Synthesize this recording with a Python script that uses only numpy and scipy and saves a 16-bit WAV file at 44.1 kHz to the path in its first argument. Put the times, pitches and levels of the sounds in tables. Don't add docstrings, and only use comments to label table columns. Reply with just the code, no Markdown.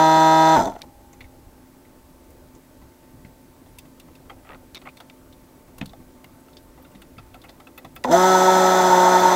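import sys
import numpy as np
from scipy import signal
from scipy.io import wavfile
from scipy.ndimage import uniform_filter1d

SR = 44100
rng = np.random.default_rng(int(sys.argv[2]) if len(sys.argv) > 2 else 0)


def pcm_store(signal):
    levels = np.round(np.clip(np.atleast_2d(signal), -1, 1) * 32767)
    wavfile.write(sys.argv[1], SR, levels.astype(np.int16).T)


def elevation(decibels):
    levels = np.asarray(decibels, float)
    return 10 ** (levels / 20)


N = 412335

# [f/Hz, width/Hz, level/dB]
CASE = [(194, 320, -19), (263.3, 9.7, -5), (323, 74, -13.5), (614, 68, -5), (671.8, 23.2, 3.5),
        (845, 52, 1), (915, 15.7, 6), (968.7, 42, -1.5), (1090, 19.6, -5), (1330, 66, -6.5), (1486, 61, -7),
        (1790, 335, -14), (2150, 27, -23)]
# [f/Hz, width/Hz, level/dB]
VALVES = [(2970, 43, -26), (3500, 232, -1), (4144, 130, -3.5), (4530, 154, -7.5), (5153, 91, -2),
          (6010, 206, 1.5), (6650, 920, -8), (7440, 330, -4.5), (7980, 70, -9.5), (8320, 200, -20)]
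# [f/Hz, width/Hz, level/dB]
NOZZLE = [(8800, 430, -21), (9020, 70, -13), (9540, 460, -23), (10970, 920, -22), (11660, 200, -22),
          (12430, 230, -20), (12740, 170, -17), (12960, 300, -17), (14300, 400, -24), (15300, 150, -21),
          (15700, 400, -25)]


def evened(x):
    return x / np.sqrt(np.mean(x ** 2) + 1e-20)


def peaked(x, db):
    return elevation(db) * x / abs(x).max()


def add(mix, s, sound):
    at = round(s * SR)
    heard = sound[max(-at, 0):]
    part = mix[max(at, 0):][:len(heard)]
    part += heard[:len(part)]


def filtered(x, order, hz, kind):
    return signal.lfilter(*signal.butter(order, hz, kind, fs=SR), x)


def ringing(modes, size=4096):
    t = np.arange(size) / SR
    out = np.zeros(size)
    for k, (hz, width_hz, db) in enumerate(modes):
        decay = np.exp(-np.pi * width_hz * t)
        out += (-1) ** k * elevation(db) * width_hz * decay * np.sin(2 * np.pi * hz * t)
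    return out


def burst(length_s, rise=0.026, count=2000):
    u = np.arange(count) / SR / max(length_s, .0005)
    return rng.standard_normal(count) * (1 - np.exp(-u / rise)) * np.exp(-u)


def drift(count, corner_hz):
    coarse = rng.standard_normal(count // 64 + 700)
    smooth = signal.lfilter(*signal.butter(2, corner_hz, fs=SR / 64), coarse)[690:]
    return evened(np.interp(np.arange(count) / 64, np.arange(len(smooth)), smooth))


def wash(colour, patchy_db):
    frames, hz = N // 256 + 5, np.fft.rfftfreq(1024, 1 / SR)
    a, b, patches = rng.standard_normal((frames, 513, 3)).T
    patches = evened(uniform_filter1d(uniform_filter1d(patches, 8, 0), 14, 1))
    f, db = np.transpose(colour)
    level_db = np.interp(np.log(hz + 1), np.log(f), db)[:, None] + patchy_db * patches
    z = (a + 1j * b) * elevation(level_db)
    return evened(signal.istft(z, nperseg=1024, noverlap=768)[1][:N])


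def air_and_hiss():
    # [f/Hz, level/dB per Hz]
    room_colour = [(53, -58), (90, -24), (157, -3), (188, -22), (259, -7.5), (452, -17.5), (534, -15),
                   (799, -22.5), (869, -23.5), (1030, -22.5), (2500, -37.5), (3250, -73), (5500, -120)]
    # [t/s, level/dB]
    room_level = [(0.0, -54), (9.35, -52)]
    # [f/Hz, level/dB per Hz]
    hiss_colour = [(1000, -28), (1800, 0), (3000, -2.5), (6000, -3.5), (9000, -3.5), (13000, -3),
                   (15800, -1.5), (17000, -40)]
    level_db = np.interp(np.arange(N) / SR, *np.transpose(room_level))
    return elevation(level_db) * wash(room_colour, 1.66) + elevation(-61.5) * wash(hiss_colour, 0.4)


def bench_shake():
    # [t/s, peak level/dB]
    swells = [(0.0, -57), (0.15, -55), (0.62, -35.5), (1.28, -56), (2.84, -57), (3.15, -54), (3.73, -54),
              (4.04, -61), (4.35, -57), (4.56, -59), (5.85, -47), (6.03, -63), (6.66, -57), (7.08, -58),
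              (7.501, -59), (8.139, -51), (8.83, -60)]
    t = np.arange(N) / SR
    band = signal.butter(2, [18, 95], "bandpass", fs=SR, output="sos")
    shake = evened(signal.sosfilt(band, rng.standard_normal(N)))
    half_width_s = 0.075
    swell = sum(elevation(db) * np.exp(-((t - s) / half_width_s) ** 2) for s, db in swells)
    return (elevation(-56.5 + 2.5 * drift(N, 1.8)) + swell) * shake


def fan_lines():
    # [f/Hz, level/dB]
    fan_tones = [(64.6, -69), (258.4, -57.5), (333.8, -68), (360.7, -65.5), (597.5, -67.5), (888.2, -65.5),
                 (1545, -77), (7854, -85), (7881, -83.5), (11967, -84)]
    out = np.zeros(N)
    for hz, db in fan_tones:
        wander_hz = (1.58 + 0.00201 * hz) * drift(N, 5.72)
        phase = 2 * np.pi * np.cumsum(hz + wander_hz) / SR
        out += np.sqrt(2) * elevation(db + 1.5 * drift(N, 8)) * np.sin(phase)
    return out


def dying_panel():
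    hz, db, start_s, t60_s = 813.5, -11.5, -2, 4
    since = np.maximum(np.arange(N) / SR - start_s, 0)
    return elevation(db - 60 * since / t60_s) * np.sin(2 * np.pi * hz * since)


def thump(db, hz, t60_s):
    t = np.arange(8000) / SR
    swing = sum(size * elevation(-60 * ratio * t / t60_s) * np.sin(2 * np.pi * ratio * hz * t)
                for ratio, size in [(.7, 0.46), (1, 1), (1.3, 0.88)])
    return peaked(swing * (1 - np.exp(-t / 0.0035)), db)


def bench_thumps(mix):
    # [t/s, peak level/dB, f/Hz, t60/s]
    knocks = [(0.168, -19.5, 332, 0.023), (0.583, -13.5, 252, 0.13), (0.662, -20.5, 289, 0.14),
              (8.088, -20, 244, 0.33), (1.249, -39, 61.3, 0.099), (1.468, -37.5, 64.6, 0.092),
              (3.249, -37.5, 146, 0.12), (5.814, -22.5, 199, 0.089), (5.861, -35, 194, 0.18),
              (5.991, -35.5, 252, 0.1), (6.247, -45, 143, 0.12), (6.944, -38.5, 196, 0.17),
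              (7.178, -35, 140, 0.083), (7.85, -36.5, 137, 0.1)]
    for s, *row in knocks:
        add(mix, s, thump(*row))


def snap(db, hz):
    return peaked(filtered(burst(0.0061, .3), 2, [0.89 * hz, min(1.12 * hz, 15900)], "bandpass"), db)


def skin_snaps(mix):
    # [t/s, peak level/dB, centre f/Hz]
    snaps = [(1.13, -46, 6800), (2.5496, -48, 6700), (6.4037, -55, 10000), (6.5006, -59, 7000),
             (6.6288, -55, 10900), (6.8244, -48, 14000), (6.9167, -56, 7860), (7.0177, -50, 8800),
             (7.7797, -37, 13700), (7.956, -38.5, 13640), (6.8215, -58, 3200), (6.846, -53, 3600),
             (6.849, -52, 2080), (6.9167, -58, 2800), (6.952, -53, 2650), (7.018, -51, 3550),
             (7.019, -50, 2700), (7.168, -52, 2000), (7.336, -51, 3300), (7.342, -49, 2100),
             (7.436, -53, 3400), (7.484, -49, 3450), (7.487, -50, 2500), (7.603, -52, 3400),
             (1.208, -44, 2100), (1.851, -55, 2120), (4.8875, -41, 2400), (4.816, -52, 3600)]
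    for s, *row in snaps:
        add(mix, s - .001, snap(*row))


def tick(db, hz, bright_db, top_db, spot_db, length_s, rise):
    # [f/Hz, width/Hz, level/dB]
    handle = [(1110, 170, -1.5), (1330, 43, 5), (1720, 610, -8), (1972, 110, 6.5), (2150, 130, 0.5),
              (2570, 180, 2), (2860, 280, -4.5)]
    # [f/Hz, width/Hz, level/dB]
    button = [(3230, 510, -8.5), (3570, 220, 9), (4250, 1550, -1), (4850, 470, 3), (5600, 4400, -11.5)]
    # [f/Hz, width/Hz, level/dB]
    grip = [(514, 15, 7.5), (670, 61, 5), (795, 120, 5), (862, 94, 2.5)]
    near = [(f, w, level - 8.9 * abs(np.log2(f / hz)) + 2.5 * rng.standard_normal())
            for f, w, level in handle]
    tilt_db = 13.0 * (hz > 3000)
    pressed = [(f, w, level + 2.5 * rng.standard_normal() - tilt_db * abs(np.log2(f / hz)))
               for f, w, level in button]
    contact = burst(length_s, rise)
    contact[8] += 0.26 / max(rise, .03)
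    out = np.zeros(3499)
    for modes, level_db in [(near, db - 3.0 + min(-bright_db - 8.5, 0)), (pressed, db + bright_db),
                            (grip, db - 6.0 - 10.8 * np.log2(hz / 1200))]:
        out += peaked(signal.fftconvolve(contact, ringing(modes, size=1500)), level_db)

    rub = burst(0.46 * length_s, rise)
    rub[round(rise * length_s * SR / 2) + 8] += 3.0
    off = abs(np.log2(hz / 1300))
    spot = [(hz, 50 * (hz / 1300) ** 2.1, 0), (1.95 * hz, 80, -4.0 - 22 * off),
            (2.6 * hz, 110, -9.5 - 30 * off)]
    own = signal.fftconvolve(rub, ringing(spot, size=1500))
    out += peaked(own, db + spot_db + min(-bright_db + 3.5, 0))

    edge = filtered(burst(0.43 * length_s, 0.5, count=3499), 2, [5800, 15900], "bandpass")
    return out + peaked(edge, db + top_db)


def handpiece_ticks(mix):
    # [t/s, peak level/dB, strongest ring f/Hz, top over body/dB]
    dull = [(2.304, -56, 1090, 7), (3.0286, -53, 1090, -11), (4.081, -46.5, 1030, -16),
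            (4.2968, -31, 1240, -26), (4.3862, -54, 1190, -6), (4.448, -43.5, 1260, -19),
            (4.469, -43, 1230, -20), (4.854, -36, 1060, -31), (5.6784, -49, 1030, -14),
            (5.9995, -50, 1110, -13), (6.775, -46.5, 840, -24), (7.486, -49, 790, -24),
            (7.598, -48, 743, -24), (7.343, -46, 720, -24), (7.4394, -39, 1110, -10),
            (7.448, -44, 2420, -12)]
    ticks = [(1.1307, -46.5, 1110, -8), (2.5485, -54, 1170, -4), (3.6604, -51, 1020, -10),
             (3.854, -48, 1110, -13), (4.2544, -52, 1300, -5), (4.8162, -40, 1280, -21),
             (5.0028, -33, 1280, -11), (5.7828, -38.5, 1400, 0), (5.813, -33.5, 900, -24),
             (6.9503, -42.5, 2190, -18), (7.343, -39.5, 1330, -7), (7.4912, -46, 980, -11),
             (7.6008, -40, 1170, -7), (7.8474, -33.5, 970, -12)]
    rings = [(2.8147, -50, 1010, -11), (6.4829, -52.5, 1330, -6), (6.8487, -49, 1400, -14),
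             (7.0176, -44, 1360, -2), (7.181, -39.5, 1330, -22), (7.19, -46, 1330, -22),
             (7.6692, -41, 1330, -9), (7.7771, -36.5, 1330, -3.5), (7.962, -36.5, 1330, -2.5)]
    pings = [(1.207, -35.5, 2150, -13), (1.2418, -48, 2150, -18), (1.851, -54, 2130, -12),
             (3.2483, -46, 2150, -20)]
    taps = [(5.099, -34.5, 2360, -24), (5.9335, -39, 820, -20), (6.2439, -36.5, 2150, -4),
            (8.0405, -17.5, 2100, -13.5)]
    crisp = [(3.786, -40.5, 2570, 7), (3.998, -45, 2570, 4), (4.152, -49, 2600, 0),
             (4.8875, -45.5, 2370, -20), (4.786, -54, 3600, -12), (4.971, -45, 2300, -7),
             (7.4931, -46, 1970, -6)]
    presses = [(4.7476, -34, 3950, -3.5), (5.3265, -50, 3900, -16), (5.8586, -40.5, 4240, 1),
               (5.877, -51, 4000, -15), (5.8952, -46.5, 4000, -15), (6.5318, -53, 4200, -10),
               (6.5697, -41, 4300, -19), (4.971, -44, 3770, -4), (7.4177, -45.5, 4040, -6),
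               (7.494, -44.5, 4020, -10)]
    # table, button ring and spot ring over body/dB, slip length/s, rise as a share of it
    kinds = [(dull, -18, -5.5, 0.012, 0.17), (ticks, -7, -5.5, 0.01, 0.072),
             (rings, -8.5, 3.7, 0.0091, 0.55), (pings, -7.5, 2.5, 0.011, 0.057),
             (taps, -7, -6, 0.0041, 0.061), (crisp, 0.1, 0.91, 0.0099, 0.13),
             (presses, 2.3, 3.1, 0.01, 0.028)]
    for table, bright_db, spot_db, length_s, rise in kinds:
        for s, db, hz, top_db in table:
            add(mix, s - .001, tick(db, hz, bright_db, top_db, spot_db, length_s, rise))


def slip(db, rings, rough, length_s, answer_s, answer_db):
    drive = rough * burst(length_s, .05)
    drive[4] += 1
    out = peaked(signal.fftconvolve(drive, ringing(rings[0], size=1500)), db)
    answer = signal.fftconvolve(burst(1.7 * length_s, 0.11), ringing(rings[1], size=1500))
    add(out, answer_s, peaked(answer, db + answer_db))
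    return out


def creak(mix, start_s, gap_s, count, db, fade_db, *slip_settings):
    for k in range(count):
        add(mix, start_s + k * gap_s, slip(db + k * fade_db, *slip_settings))


def creaks(mix):
    # [f/Hz, width/Hz, level/dB]
    rasp = ([(1300, 300, 0), (1900, 210, 1), (2450, 450, -1), (4300, 1500, -22)], [(646, 290, 0),
             (950, 150, 1), (1300, 150, 1)])
    scuff = ([(2300, 300, -2), (3700, 200, 2), (4470, 460, -10), (5600, 1000, -14)], [(2300, 300, -8),
              (3680, 250, -2), (1200, 400, 1)])
    groan = ([(845, 180, 1), (1210, 120, 1), (2100, 360, -1), (3800, 900, -26)], [(696, 180, -2),
              (1000, 100, -0.27), (1300, 150, -2)])
    clack = ([(900, 500, -7), (1710, 630, -5), (2530, 220, 5), (3500, 830, -9), (6500, 3000, -23)],
              [(1200, 620, 0), (2100, 500, 0), (3000, 600, -2)])
    flick = ([(1900, 600, -8), (3000, 800, -8), (4150, 350, 2), (6000, 2000, -14), (11000, 5000, -22)],
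              [(2000, 700, -6), (3900, 700, 0)])
    creak(mix, 4.4912, .0138, 5, -33, -1, rasp, .12, 0.0039, 0.0041, -1.5)
    creak(mix, 4.7562, .0068, 4, -29, -1.5, scuff, 0.12, 0.0013, .002, -8)
    creak(mix, 4.868, .0055, 2, -33, 4.4, groan, .12, .003, .006, -7)
    add(mix, 5.8118, slip(-25.5, clack, 0.23, 0.0021, .007, -17))
    add(mix, 5.8146, slip(-18.5, clack, 0.032, 0.0061, .008, -18))
    add(mix, .8182, slip(-25.5, flick, 0.25, 0.0014, .003, -9))
    add(mix, .812, slip(-39, rasp, 0.23, 0.0016, .003, -9))


def valve_chugs(mix):
    # [t/s, peak level/dB]
    puffs = [(.584, -35), (.599, -42), (0.61, -33), (0.621, -33), (.636, -36), (0.654, -29), (.676, -36.5),
             (.696, -38), (.707, -47), (.739, -50)]
    for s, db in puffs:
        puff = signal.fftconvolve(burst(0.0022, .3), ringing(VALVES + NOZZLE, size=1500))
        add(mix, s, peaked(puff, db))


def kick(db, hz, treble_db, length_s):
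    low = signal.fftconvolve(burst(length_s, 0.97), ringing(CASE + [(hz, 80, 19)]))
    edge = filtered(burst(length_s, count=len(low)), 1, [1800, 9000], "bandpass")
    return peaked(filtered(low, 3, 200, "highpass"), db) + peaked(edge, db + treble_db)


def rotor_kicks(mix):
    # [t/s, peak level/dB, ring f/Hz, treble over body/dB, length/s]
    jerks = [(0.566, -7, 872, -30, 0.0051), (0.584, -21, 900, -18, 0.0023),
             (0.607, -25.5, 1390, -31, 0.0076), (0.628, -30, 1340, -30, 0.0036),
             (0.656, -23, 790, -27, .003), (0.676, -21, 750, -19, 0.0036),
             (0.688, -26.5, 680, -30.5, 0.0089), (0.721, -31, 890, -18, 0.0049),
             (0.751, -29, 676, -28, 0.0042), (0.763, -29, 686, -34, 0.0027), (0.79, -44, 860, -8, 0.01),
             (0.832, -37.5, 850, -10, 0.0084), (8.0463, -10.5, 907, -24, 0.0041),
             (8.113, -13.5, 875, -20, 0.0028), (8.076, -20, 780, -28, 0.0024),
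             (8.085, -17.5, 750, -27, 0.0028)]
    for s, *row in jerks:
        add(mix, s - .002, kick(*row))


def lid_chatter(t, x):
    # [t/s, level change/dB]
    flares = [(0.6, 0), (0.655, -16), (8.2, -9), (8.285, -19), (8.306, 7.5), (8.332, -10), (8.352, 8),
              (8.386, -5), (8.414, 7), (8.44, -10), (8.49, 5), (8.54, 1), (8.61, 1), (8.64, -17),
              (8.68, 0.5), (8.753, -3), (8.824, 3.5), (8.886, -11), (8.928, 2), (8.99, 1), (9.05, -3),
              (9.085, 5.5), (9.158, 5.5), (9.196, -13), (9.26, 4.5), (9.329, 3)]
    flare_s, firm_at_s, firm_over_s, firm_db = .013, 8.79, .02, 2.5
    change_db = sum(db * np.exp(-((t - at) / flare_s) ** 2) for at, db in flares)
    change_db += firm_db / (1 + np.exp(np.clip((firm_at_s - t) / firm_over_s, -50, 50)))
    band = signal.filtfilt(*signal.butter(2, [880, 960], "bandpass", fs=SR), x)
    return x + (elevation(change_db) - 1) * band


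def stroke_train(turns, slack, orders, run_hz, response, flutter_db, lead, spread, loose):
    out = np.zeros(len(turns))
    for k, db in orders:
        spin = np.exp(-2j * np.pi * k * run_hz * np.arange(len(response)) / SR)
        through = response @ spin
        level_db = db + flutter_db * np.sqrt(k) * drift(len(turns), 6) - 3.9 * loose * k * slack
        phase = 2 * np.pi * k * turns - np.angle(through) + lead + spread * k ** 2
        out += elevation(level_db) / abs(through) * np.cos(phase)
    return out


def pump(speed, effort, air_law, orders, run_hz, steady_s, jitter, flutter_db, lead, spread,
         loose, knock, puff, puff_at):
    # [f/Hz, width/Hz, level/dB]
    mount = [(242, 63, -4.5), (687.4, 33.6, -0.5), (939, 17, -1)]
    # [f/Hz, width/Hz, level/dB]
    leak = [(8150, 570, -4.5), (12260, 990, -4.5), (14900, 700, -7)]
    s, db = np.transpose(effort)
    t = np.arange(s[0], s[-1], 1 / SR)
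    still = (t > steady_s[0]) & (t < steady_s[1])
    body_db = np.interp(t, s, db)
    full_db, valve_db, follow, choke, rattle, growth = air_law
    lost_db = full_db - body_db
    hiss_db = valve_db - follow * lost_db - choke * np.maximum(lost_db - 31, 0)

    rate = np.interp(t, *np.transpose(speed))
    slack = np.maximum(.97 - rate / run_hz, 0)
    rattle = np.clip(rattle + growth * (t - s[0]) + loose * slack, 0, 1)
    turns = np.cumsum(rate * (1 + (jitter + 0.17 * slack) * drift(len(t), 40))) / SR

    case, valves = ringing(CASE), ringing(VALVES + NOZZLE)
    case = filtered(case, 3, 130, "highpass")
    both = case + 0.15 * valves + ringing(mount)
    strokes = stroke_train(turns, slack, orders, run_hz, both, flutter_db, lead, spread, loose)

    vane_air, valve_air, knock_size, leak_air = rng.standard_normal((4, len(t)))
    gate = 1 + (puff + 0.22 * slack) * np.cos(2 * np.pi * (turns - puff_at))
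    once = np.diff(np.floor(turns), prepend=0)
    knocks = once * np.clip(knock_size, -1.7, 1.7) * np.sqrt(SR / rate)
    loose_air = gate * vane_air + knock * knocks
    dull = filtered(loose_air, 2, 1160, "lowpass")
    loose_air = loose_air + np.clip(1.54 * slack, 0, 1) * (dull - loose_air)

    out = np.zeros(len(t) + 4095)
    for drive, response, level_db, share in [(strokes, both, body_db, np.sqrt(1 - rattle)),
                                             (loose_air, case, body_db, np.sqrt(rattle)),
                                             (gate ** 2 * valve_air, valves, hiss_db, 1),
                                             (gate * leak_air, ringing(leak), hiss_db - 15, 1)]:
        scale = np.std(signal.oaconvolve(drive[still], response, "same"))
        out += signal.oaconvolve(drive * elevation(level_db) * share, response) / scale
    return s[0], lid_chatter(s[0] + np.arange(len(out)) / SR, out)


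def coasting_pump(mix):
    # [t/s, rate/strokes per s]
    hold_speed = [(-.1, 158.8), (.55, 160)]
    # [t/s, rate/strokes per s]
    coast_speed = [(0.574, 132), (0.601, 108), (.64, 73), (0.679, 70), (.8, 26)]
    # [t/s, body level/dB]
    effort = [(-.1, -13), (.3, -13), (.575, -13), (.6, -15.5), (.645, -24), (.668, -27), (.69, -36.5),
              (.715, -45), (0.801, -50)]
    air_law = (-13, -35.5, .75, .6, .03, .001)
    # [multiple, level/dB]
    orders = [(1, -11.5), (2, -5), (3, -17), (4, -4.5), (5, -0.5), (6, 1.5), (7, -24.5), (8, -7.5),
              (9, -24.5), (10, -14.5), (11, -22.5), (12, -19), (13, -23.5), (14, -38), (15, -36), (16, -30),
              (17, -30.5), (18, -54), (19, -28.5), (20, -39), (21, -33), (22, -19), (23, -24), (24, -38),
              (25, -25), (26, -24), (27, -42), (28, -32), (29, -32), (32, -36), (34, -34.5), (37, -30),
              (38, -28.5), (42, -42), (47, -48)]
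    add(mix, *pump(hold_speed + coast_speed, effort, air_law, orders, run_hz=160.7, steady_s=(0, .5),
                   jitter=.0006, flutter_db=0.053, lead=-.6, spread=-1.27,
                   loose=2.2, knock=0.42, puff=0.18, puff_at=0.21))


def starting_pump(mix):
    # [t/s, rate/strokes per s]
    start_speed = [(8.04, 90), (8.055, 122.5), (8.09, 130), (8.116, 167), (8.136, 173), (8.15, 181.5)]
    # [t/s, rate/strokes per s]
    run_speed = [(8.209, 184.3), (8.298, 187.4), (8.4, 184.4), (8.461, 186.7), (8.76, 185.4), (8.82, 184.2),
                 (8.95, 181.7), (9.063, 182.7), (9.243, 183.5), (9.4, 182.2)]
    # [t/s, body level/dB]
    effort = [(8.05, -21), (8.066, -30), (8.085, -26), (8.104, -24), (8.114, -15), (8.14, -14.5),
              (8.194, -15), (8.23, -14), (9.4, -15)]
    air_law = (-14.3, -28.8, 1.55, 0, .12, .27)
    # [multiple, level/dB]
    orders = [(1, -7), (2, 0.5), (3, -2), (4, -1.5), (5, -4), (6, -14), (7, -3), (8, -11), (9, -18),
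              (10, -18), (11, -23), (12, -29)]
    add(mix, *pump(start_speed + run_speed, effort, air_law, orders, run_hz=185.5, steady_s=(8.25, 9.3),
                   jitter=.002, flutter_db=.55, lead=1.85, spread=.99,
                   loose=1.0, knock=0.33, puff=0.13, puff_at=0.47))


def scene():
    mix = air_and_hiss() + bench_shake() + fan_lines() + dying_panel()
    for source in (bench_thumps, skin_snaps, handpiece_ticks, creaks,
                   valve_chugs, rotor_kicks, coasting_pump, starting_pump):
        source(mix)
    return mix[None]


def low_pass(x):
    return signal.sosfilt(signal.butter(12, 15800, fs=SR, output="sos"), x)


def record(dry):
    lowpass = signal.firwin(401, 15880, window=("kaiser", 9), fs=SR)
    mix = signal.oaconvolve(dry, lowpass[None], "same")
    return low_pass(mix)


dry = scene()
out = record(dry)
pcm_store(out)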